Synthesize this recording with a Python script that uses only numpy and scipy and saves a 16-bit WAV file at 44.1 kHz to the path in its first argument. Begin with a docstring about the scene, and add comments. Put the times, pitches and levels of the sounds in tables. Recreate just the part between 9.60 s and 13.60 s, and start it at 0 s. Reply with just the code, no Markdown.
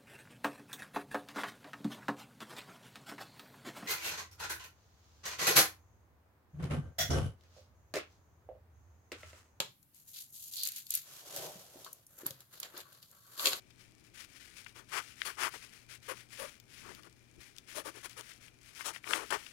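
"""Strings of beads on a table

Beads are gathered close by: many small impacts make a fine rattle, with single sharp clicks.
A sleeve brushes past with a hiss of friction. The beads are dragged and set down against a jar,
exciting its resonances, with soft bumps of the table, a few knocks and a last clatter.
A small quiet room reverberates after each impact."""
import sys
import numpy as np
from scipy import signal
from scipy.fft import rfft, irfft
from scipy.io import wavfile

SR = 44100
rng = np.random.default_rng(int(sys.argv[2]) if len(sys.argv) > 2 else 0)


def materialize(psi):
    """Save the field psi as 16-bit PCM at rate SR to the path in sys.argv[1].

    A 1-D psi becomes a single channel; in a 2-D psi each row is a channel.
    """
    bounded = np.clip(np.atleast_2d(psi).T, -1, 1)
    quanta = np.round(bounded * 32767).astype(np.int16)
    wavfile.write(sys.argv[1], SR, quanta)


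N = 176400

# Spectral envelopes: f/Hz, relative spectral density/dB
AIR_SPECTRUM = [(25, -21), (55, -13.5), (85, -8.5), (125, -1.5), (200, -10.5), (300, -15), (450, -23.5),
                (1000, -23), (3000, -29), (8000, -30.5), (12500, -18), (16000, -27.5)]
CLOTH_SPECTRUM = [(650, -13.5), (1100, -5.5), (1390, -5.5), (2200, -9.5), (3080, -4.5), (5580, -4),
                  (6980, -3), (7810, -7), (10000, -7.5), (12400, -2), (16000, -17.5)]
RUB_SPECTRUM = [(60, -39), (130, 1), (230, -18.5), (400, -1.5), (540, -1), (700, 1), (950, -8.5),
                (1500, -23), (3000, -46), (10000, -85)]
SCRAPE_SPECTRUM = [(60, -40), (280, -6), (420, -2), (560, 1), (820, -5.5), (1130, -2), (1550, 0.5),
                   (2100, -6), (4000, -12), (10000, -65)]
KNOCK_SPECTRUM = [(150, -56), (450, -24), (800, -15), (1150, -14), (1650, -11.5), (3100, 1), (4400, 3.5),
                  (5100, -5.5), (6200, -7), (7200, -1), (7800, -10.5), (10000, -13), (12500, -8),
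                  (16000, -20)]
HOLLOW_SPECTRUM = [(70, -19), (130, -8), (230, -13), (430, -3), (560, -2.5), (720, -6), (900, -1),
                   (1150, -3), (2500, -18), (8000, -35)]
LARGE_BEAD_SPECTRUM = [(400, -38), (1000, -21), (1450, -3.5), (2700, 3.5), (3600, -6.5), (7000, -36)]
EDGE_SPECTRUM = [(3000, -37), (8000, -20), (10500, 1), (13000, 4), (16000, -8)]
TICK_SPECTRUM = [(1000, -42), (4000, -27), (6000, -8), (7200, -3.5), (7900, -9.5), (10000, -8), (11700, -1),
                 (13000, -2), (14200, -9.5), (16000, -16)]
BODY_SPECTRUM = [(700, -59), (2200, -18), (2900, -4), (3500, 0), (4500, 3.5), (5500, -4), (7100, -11.5),
                 (8000, -26), (14000, -34)]
# Stereo width: f/Hz, side re mid/dB
STEREO_WIDTH = [(60, -11.5), (250, -6.5), (500, -9), (1000, -1.5), (4000, 0), (10000, 0)]
# Reverberation bands: f/Hz, T60/s, level/dB
ROOM_BANDS = [(130, 0.3, -1.5), (496, 0.21, -8.5), (1170, 0.22, -6), (3560, 0.24, -7.5),
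              (5440, 0.26, -11.5), (7100, 0.25, -9), (9500, 0.18, -8.5), (13000, 0.33, -14.5)]
# Modes of the table: f/Hz, level/dB, T60/s
TABLE_MODES = [(132, 0, 0.081), (189, 3.5, 0.075), (286, 2.5, 0.041), (353, 2.5, 0.062), (415.6, 0, 0.096),
               (454, -3.5, 0.056), (533, 4.5, 0.082)]
# Soft bumps on the table: t/s, level/dB, centre of excitation f/Hz
TABLE_BUMPS = [(0.003, -47, 447), (0.005, -53.5, 154), (1.955, -57, 200), (2.156, -58, 310),
               (2.6331, -51, 349), (2.657, -53.5, 248), (2.661, -57.5, 135), (2.703, -57.5, 520),
               (2.708, -57.5, 135), (3.142, -58.5, 347), (3.851, -46, 466), (3.872, -40.5, 458)]
# Resonances of the jar: f/Hz, bandwidth per filter stage/Hz, level/dB, left-right/dB
JAR_MODES = [(1149, 167, -1.5, 12), (1296, 150, -5, 8), (1525, 100, -4.5, 13), (3130, 95, -13, -4),
             (4360, 190, -8, 1)]
# Beads sliding along the jar: t/s, level/dB
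JAR_SLIDE_LEVELS = [(3.22, -67), (3.33, -69.5), (3.51, -86.5), (3.53, -64.5), (3.58, -71), (3.71, -68),
                    (3.785, -61), (3.805, -50), (3.89, -53), (3.925, -52), (4.0, -72)]
# Beads tapping the jar: t/s, level/dB
JAR_IMPACTS = [(0.002, -42), (2.2635, -46.5), (2.274, -58), (2.661, -48.5), (3.143, -53), (3.795, -44),
               (3.859, -41), (3.929, -36)]
# Passing sleeve: t/s, hiss level/dB, rub level/dB
SLEEVE_LEVELS = [(1.43, -63.5, -83), (1.48, -54.5, -69), (1.575, -51, -74), (1.63, -57, -66.5),
                 (1.72, -49, -56.5), (1.775, -42, -48), (1.81, -47, -49.5), (1.855, -45, -47.5),
                 (1.89, -50.5, -50.5), (1.94, -55, -60), (2.02, -55, -65.5), (2.11, -61.5, -70),
                 (2.165, -59.5, -57.5), (2.21, -56, -63.5), (2.27, -57, -66.2), (2.33, -65, -73.5),
                 (2.45, -72.5, -80)]
# Hollow resonance of the rub, rising as the arm speeds up: t/s, f/Hz
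RUB_GLIDE = [(1.6, 467.7), (1.77, 520), (1.861, 690), (1.95, 597), (2.3, 563.6)]
# Dragged beads: t/s, tick level/dB, body level/dB, scrape level/dB
DRAG_LEVELS = [(2.48, -69, -82, -74), (2.565, -66.5, -82, -72.5), (2.6, -53, -67, -54),
               (2.645, -66.2, -71, -63), (2.675, -53, -57.5, -52.5), (2.73, -77, -68.5, -67.5),
               (2.79, -75, -73.2, -70.5), (2.815, -65, -69, -64), (2.85, -76, -79, -77),
               (2.905, -76, -80, -78), (2.935, -58.5, -63, -60), (2.99, -61, -59, -63.5),
               (3.04, -61, -58, -54.5), (3.12, -67, -82, -64), (3.17, -58, -50.5, -52),
               (3.21, -57.1, -64, -56), (3.245, -73.5, -84, -73.5), (3.335, -66.5, -66.5, -66),
               (3.49, -69, -73, -81.5), (3.54, -66, -75, -65.5), (3.6, -68, -71.5, -79.5),
               (3.7, -65, -72.5, -69), (3.78, -51, -53, -57.5), (3.815, -42, -47.5, -50.5),
               (3.85, -38, -40, -39), (3.895, -40.5, -55, -53), (3.925, -44.5, -39, -45),
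               (3.955, -51.5, -63, -62), (4.0, -58, -55, -56)]
# Knocks on hard things: t/s, clack level/dB, hollow level/dB, left-right of the clack/dB
KNOCK_IMPACTS = [(0.0015, -20, -29.5, 0.5), (2.2638, -49, -51.5, -6), (2.6601, -40, -43.5, -9),
                 (3.0299, -31, -57.5, -1), (3.203, -39, -54, 2.5), (3.4267, -55, -71, 2),
                 (3.7948, -27.5, -62, 3.5), (3.8564, -15.5, -43.5, 5.5), (3.8692, -15.5, -36.5, -0.5),
                 (3.8751, -31, -41, -10), (3.931, -24.5, -35.5, 2.5)]
# Gathered strings: t/s, tick level/dB, body level/dB, large-bead clack level/dB
GATHER_LEVELS = [(0.335, -79, -80, -100), (0.365, -63, -73, -81), (0.46, -71.5, -84, -94),
                 (0.49, -56, -67.5, -78), (0.52, -61.5, -72.5, -85), (0.545, -53, -55.5, -76),
                 (0.58, -55, -55, -67.5), (0.615, -50.5, -59.5, -75), (0.675, -67.5, -75, -95),
                 (0.715, -63, -85, -98), (0.75, -53.5, -62, -87), (0.87, -52.5, -62.5, -85),
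                 (0.95, -50.5, -56.5, -75), (1.02, -47, -49.5, -72.5), (1.065, -45.5, -52.5, -57),
                 (1.11, -57, -62, -66), (1.15, -55, -58, -69), (1.175, -46, -53, -64),
                 (1.2, -52.5, -57, -64), (1.215, -57, -63, -71), (1.255, -66, -76, -88),
                 (1.295, -61, -70, -79), (1.32, -57, -50, -63.5), (1.35, -41, -49, -59),
                 (1.385, -46.5, -52, -57.5), (1.44, -67, -69, -81)]
# Snaps of a small metal clasp: t/s, level/dB
CLASP_SNAPS = [(1.0334, -28), (1.3056, -24), (1.3520, -14.5), (2.3295, -32.5), (2.6645, -17.5),
               (3.0006, -28)]
# Single beads meeting: t/s, level/dB, body offset/dB, left-right/dB
CLICK_IMPACTS = [(0.228, -58, -20, 26), (0.3458, -49, -30, 13), (0.8398, -37.5, -20, 10),
                 (0.9366, -31, -9, 0.5), (0.957, -30, -11.5, -3), (0.9682, -29, -24.5, -3),
                 (1.0336, -18.5, -16, 3), (1.0522, -24.5, -16, -6), (1.073, -20, -18.5, 4.5),
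                 (1.0867, -24.5, -12, 0), (1.1192, -30.5, -15.5, -5), (1.1617, -30, -12, 1),
                 (1.267, -37, -9.5, 4.5), (1.3052, -18.5, -20.5, 2), (1.3198, -27, -22, -3.5),
                 (1.339, -21, -19, 5), (1.3499, -23.5, -26, 6), (1.762, -24.5, -16, 2),
                 (2.246, -36, -6.5, 4), (2.33, -36, -26, 4), (2.4661, -42.5, -33, 0), (2.587, -37, -28, 7),
                 (2.664, -24.5, -25, 4.5), (2.7066, -32, -8.5, 4), (2.805, -39.5, -12.5, 0),
                 (3.0005, -31, -17, -4), (3.1764, -32.5, -19, -4), (3.328, -45.5, -17.5, -1),
                 (3.427, -43, -6, 4), (3.5133, -44, -19, 0.0)]

RISE_S = 0.00027  # onset of a hard contact


def amp(db):
    """Amplitude ratio of a level in decibels."""
    return 10 ** (np.asarray(db) / 20)


def unit(x):
    """Normalisation to an rms of 1."""
    return x / np.sqrt(np.mean(x ** 2))


def decay(t, t60):
    """Exponential damping: 60 dB in t60 seconds."""
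    return np.exp(-np.log(1000) * t / t60)


def on_bins(points, size):
    """Interpolation of (f/Hz, value) points onto transform bins, in log frequency."""
    hz, values = np.array(points, float).T
    return np.interp(np.log(np.arange(size // 2 + 1) * SR / size + 1), np.log(hz), values)


def colour(x, spectrum):
    """Minimum-phase filtering with unit power gain; folding the cepstrum makes it causal."""
    n = x.shape[-1]
    size = 2 * n
    gain = unit(amp(on_bins(spectrum, size)))
    cepstrum = irfft(np.log(gain))
    cepstrum[1:n] *= 2
    cepstrum[n + 1:] = 0
    return irfft(rfft(x, size) * np.exp(rfft(cepstrum)))[..., :n]


def noise(size):
    """Partial coherence: stereo white noise, alike in the bass and independent in the treble."""
    mid, side = rfft(rng.standard_normal((2, size)))
    width = amp(on_bins(STEREO_WIDTH, size))
    return irfft(np.array([mid + width * side, mid - width * side]) / np.sqrt(1 + width ** 2), size)


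def pan(db):
    """Channel gains for a left-right level difference."""
    return amp(np.array([[db], [-db]]) / 2)


def add(out, at, x):
    """Superposition of a sound starting at a given time."""
    start = max(int(at * SR), 0)
    out[:, start:start + x.shape[-1]] += x[..., :N - start]


def levels(table):
    """Amplitude envelopes, one per level column, linear in decibels and silent outside the table."""
    times, *columns = np.array(table).T
    return [amp(np.interp(np.arange(N) / SR, times, db, left=-120, right=-120)) for db in columns]


def contacts(rate_hz, spread_db, decay_s):
    """Shot-noise envelope: random contacts add in energy, and each decays exponentially."""
    occurs = rng.random(N) < rate_hz / SR
    strength = amp(spread_db * np.clip(rng.standard_normal(N), -2, 2))
    energy = signal.lfilter([1], [1, -np.exp(-1 / (decay_s * SR))], occurs * strength ** 2)
    return unit(np.sqrt(energy + 1e-18))


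def strike(spectrum, contact_s, ring_s, ring_db, rise_s=RISE_S):
    """Impact as a noise burst: contact, reflection off the table and short ring add in energy."""
    t = np.arange(4096) / SR
    delay_s = 0.0013
    direct = np.exp(-t / contact_s)
    reflection = amp(-3.5) * (t > delay_s) * np.exp(-np.maximum(t - delay_s, 0) / contact_s)
    ring = amp(ring_db) * np.exp(-t / ring_s)
    envelope = np.sqrt(direct ** 2 + reflection ** 2 + ring ** 2) * (1 - np.exp(-t / rise_s))
    return unit(colour(noise(len(t)) * envelope, spectrum)) * np.sqrt(np.mean(envelope ** 2))


def resonate(x, hz, width_hz):
    """Second-order resonance with unit gain at its centre."""
    return signal.lfilter(*signal.iirpeak(hz, hz / width_hz, fs=SR), x)


def still_air():
    """Ambient noise: a faint stationary floor, strongest in the bass."""
    return amp(-69) * colour(noise(N), AIR_SPECTRUM)


def room(x):
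    """Reverberation: the diffuse field of a small room builds up, then decays band by band."""
    t = np.arange(SR // 2) / SR
    diffuse, response = rfft(noise(len(t))), 0
    build_up = 1 - np.exp(-(t / 0.0023) ** 2)
    centres = np.array(ROOM_BANDS)[:, 0]
    for (_, t60, db), share in zip(ROOM_BANDS, np.eye(len(ROOM_BANDS))):
        band = irfft(diffuse * on_bins(np.c_[centres, share], len(t)), len(t))
        response += amp(db) * band * unit(decay(t, t60) * build_up) / np.sqrt(len(t))
    return signal.fftconvolve(x, response, axes=1)[:, :N]


def bumps():
    """Modal vibration: where a soft push lands decides which modes of the table respond."""
    out, t = np.zeros((2, N)), np.arange(SR // 2) / SR
    hz, mode_db, t60 = np.array(TABLE_MODES).T[:, :, None]
    spread_octaves, rise_s = 0.27, 0.0031
    for at, db, centre_hz in TABLE_BUMPS:
        detune = 1 + 0.012 * rng.standard_normal(hz.shape)
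        share = amp(mode_db) / (1 + (np.log2(hz / centre_hz) / spread_octaves) ** 4)
        modes = share * np.sin(2 * np.pi * hz * detune * t) * decay(t, t60)
        ring = modes.sum(axis=0) * (1 - np.exp(-t / rise_s))
        add(out, at, amp(db) * ring / np.std(ring[:SR // 50]))
    return out


def jar():
    """Resonance: sliding and tapping beads excite the same modes of the jar."""
    excitation = noise(N)
    ring = unit(sum(amp(db) * pan(pan_db) * resonate(resonate(excitation, hz, width), hz, width)
                    for hz, width, db, pan_db in JAR_MODES))
    slide, = levels(JAR_SLIDE_LEVELS)
    taps, t = np.zeros((1, N)), np.arange(SR // 10) / SR
    for at, db in JAR_IMPACTS:
        add(taps, at, amp(db) * np.exp(-t / 0.0093) * (1 - np.exp(-t / RISE_S)))
    return (slide * contacts(rate_hz=610, spread_db=6.5, decay_s=0.0051) + taps) * ring


def sleeve():
    """Stick-slip friction: cloth fibres catch and release over a rub with a gliding resonance."""
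    hiss, rub = levels(SLEEVE_LEVELS)
    fibres = contacts(rate_hz=2200, spread_db=4, decay_s=0.0018)
    cloth = colour(noise(N), [(200, -27)] + list(CLOTH_SPECTRUM))
    hz = np.interp(np.arange(N) / SR, *np.array(RUB_GLIDE).T)
    width_hz = 275
    # Low-passed noise on a gliding carrier forms a narrow moving band.
    lowpass = signal.butter(2, width_hz / 2, fs=SR, output="sos")
    baseband = signal.sosfilt(lowpass, noise(N) + 1j * noise(N))
    hollow = unit(np.real(baseband * np.exp(2j * np.pi * np.cumsum(hz) / SR)))
    low = amp(-1.5) * colour(noise(N), RUB_SPECTRUM) + amp(-4) * hollow * pan(db=1)
    return hiss * fibres * cloth * pan(db=0.6) + rub * low


def drag():
    """Sliding contact: beads skid and tumble over a hard surface in quick, uneven impacts."""
    tick, body, scrape = levels(DRAG_LEVELS)
    taps = contacts(rate_hz=660, spread_db=3.5, decay_s=0.0037)
    treble = amp(2) * tick * colour(taps * noise(N), TICK_SPECTRUM)
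    middle = amp(0.5) * body * colour(taps * noise(N), BODY_SPECTRUM)
    low = amp(-1) * scrape * colour(taps * noise(N), SCRAPE_SPECTRUM)
    return treble + (middle + low) * pan(db=5)


def knocks():
    """Impact excitation: larger beads land with a hard clack and the surface responds hollowly."""
    out = np.zeros((2, N))
    for at, db, hollow_db, pan_db in KNOCK_IMPACTS:
        clack = strike(KNOCK_SPECTRUM, contact_s=0.0015, ring_s=0.011, ring_db=-10.5, rise_s=0.0004)
        hollow = strike(HOLLOW_SPECTRUM, contact_s=0.0024, ring_s=0.015, ring_db=-13, rise_s=0.00046)
        add(out, at, amp(db) * pan(pan_db) * clack + amp(hollow_db) * hollow)
    return out


def gather():
    """Incoherent summation: hundreds of collisions a second merge to a rattle as the strings lift."""
    tick, body, clack = levels(GATHER_LEVELS)
    taps = contacts(rate_hz=900, spread_db=3, decay_s=0.0018)
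    treble = amp(3.5) * tick * colour(noise(N), TICK_SPECTRUM)
    middle = amp(2) * body * colour(noise(N), BODY_SPECTRUM)
    low = amp(2) * clack * colour(noise(N), LARGE_BEAD_SPECTRUM)
    return taps * (treble + middle + low) * pan(db=2)


def chatter():
    """Periodic rebound: a bead chatters between its neighbours for 0.1 s, swelling slightly."""
    out, t = np.zeros((2, N)), np.arange(SR // 10) / SR
    period_s, decay_s, growth_s = 0.0065, 0.0066, 0.8
    ring = unit(resonate(colour(noise(len(t)), BODY_SPECTRUM), hz=4300, width_hz=705))
    bounces = np.exp(-(t % period_s) / decay_s) * np.exp(t / growth_s)
    add(out, at=0.967, x=amp(-39.5) * ring * bounces)
    return out


def ping():
    """Free vibration: one small metal bead rings as a damped sinusoid."""
    out, t = np.zeros((2, N)), np.arange(SR // 2) / SR
    add(out, at=2.467, x=amp(-58) * np.sin(2 * np.pi * 9625 * t) * decay(t, t60=0.098))
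    return out


def clasp_snaps():
    """High-frequency transient: a small metal clasp snaps with a brief burst of bright treble."""
    out = np.zeros((2, N))
    for at, db in CLASP_SNAPS:
        add(out, at, amp(db) * strike(EDGE_SPECTRUM, contact_s=0.00066, ring_s=0.003, ring_db=-9))
    return out


def clicks():
    """Impulsive radiation: two beads meet briefly, giving a bright tick over a woody body."""
    out = np.zeros((2, N))
    for at, db, body_db, pan_db in CLICK_IMPACTS:
        tick = strike(TICK_SPECTRUM, contact_s=0.00047, ring_s=0.004, ring_db=-9.5)
        body = strike(BODY_SPECTRUM, contact_s=0.00047, ring_s=0.004, ring_db=-4)
        add(out, at, amp(db) * pan(pan_db) * (tick + amp(body_db + 1.5) * body))
    return out


def scene():
    """Direct and diffuse fields add; the farther knocks carry more room than near beads and sleeve."""
    ticks = clicks() + ping() + clasp_snaps()
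    rustle = gather() + chatter() + sleeve()
    struck, dragged, rung = knocks(), drag(), bumps() + jar()
    diffuse = room(amp(-0.5) * ticks + amp(-1) * rustle + amp(2) * struck
                   + amp(-2.5) * rung + amp(-8.5) * dragged)
    return ticks + rustle + struck + rung + dragged + diffuse + still_air()


def record(dry):
    """Band limiting: a steep elliptic low-pass removes the highest treble."""
    cutoff_hz = 15900
    return signal.sosfilt(signal.ellip(10, 0.2, 75, cutoff_hz, fs=SR, output="sos"), dry)


dry = scene()
out = record(dry)
materialize(out)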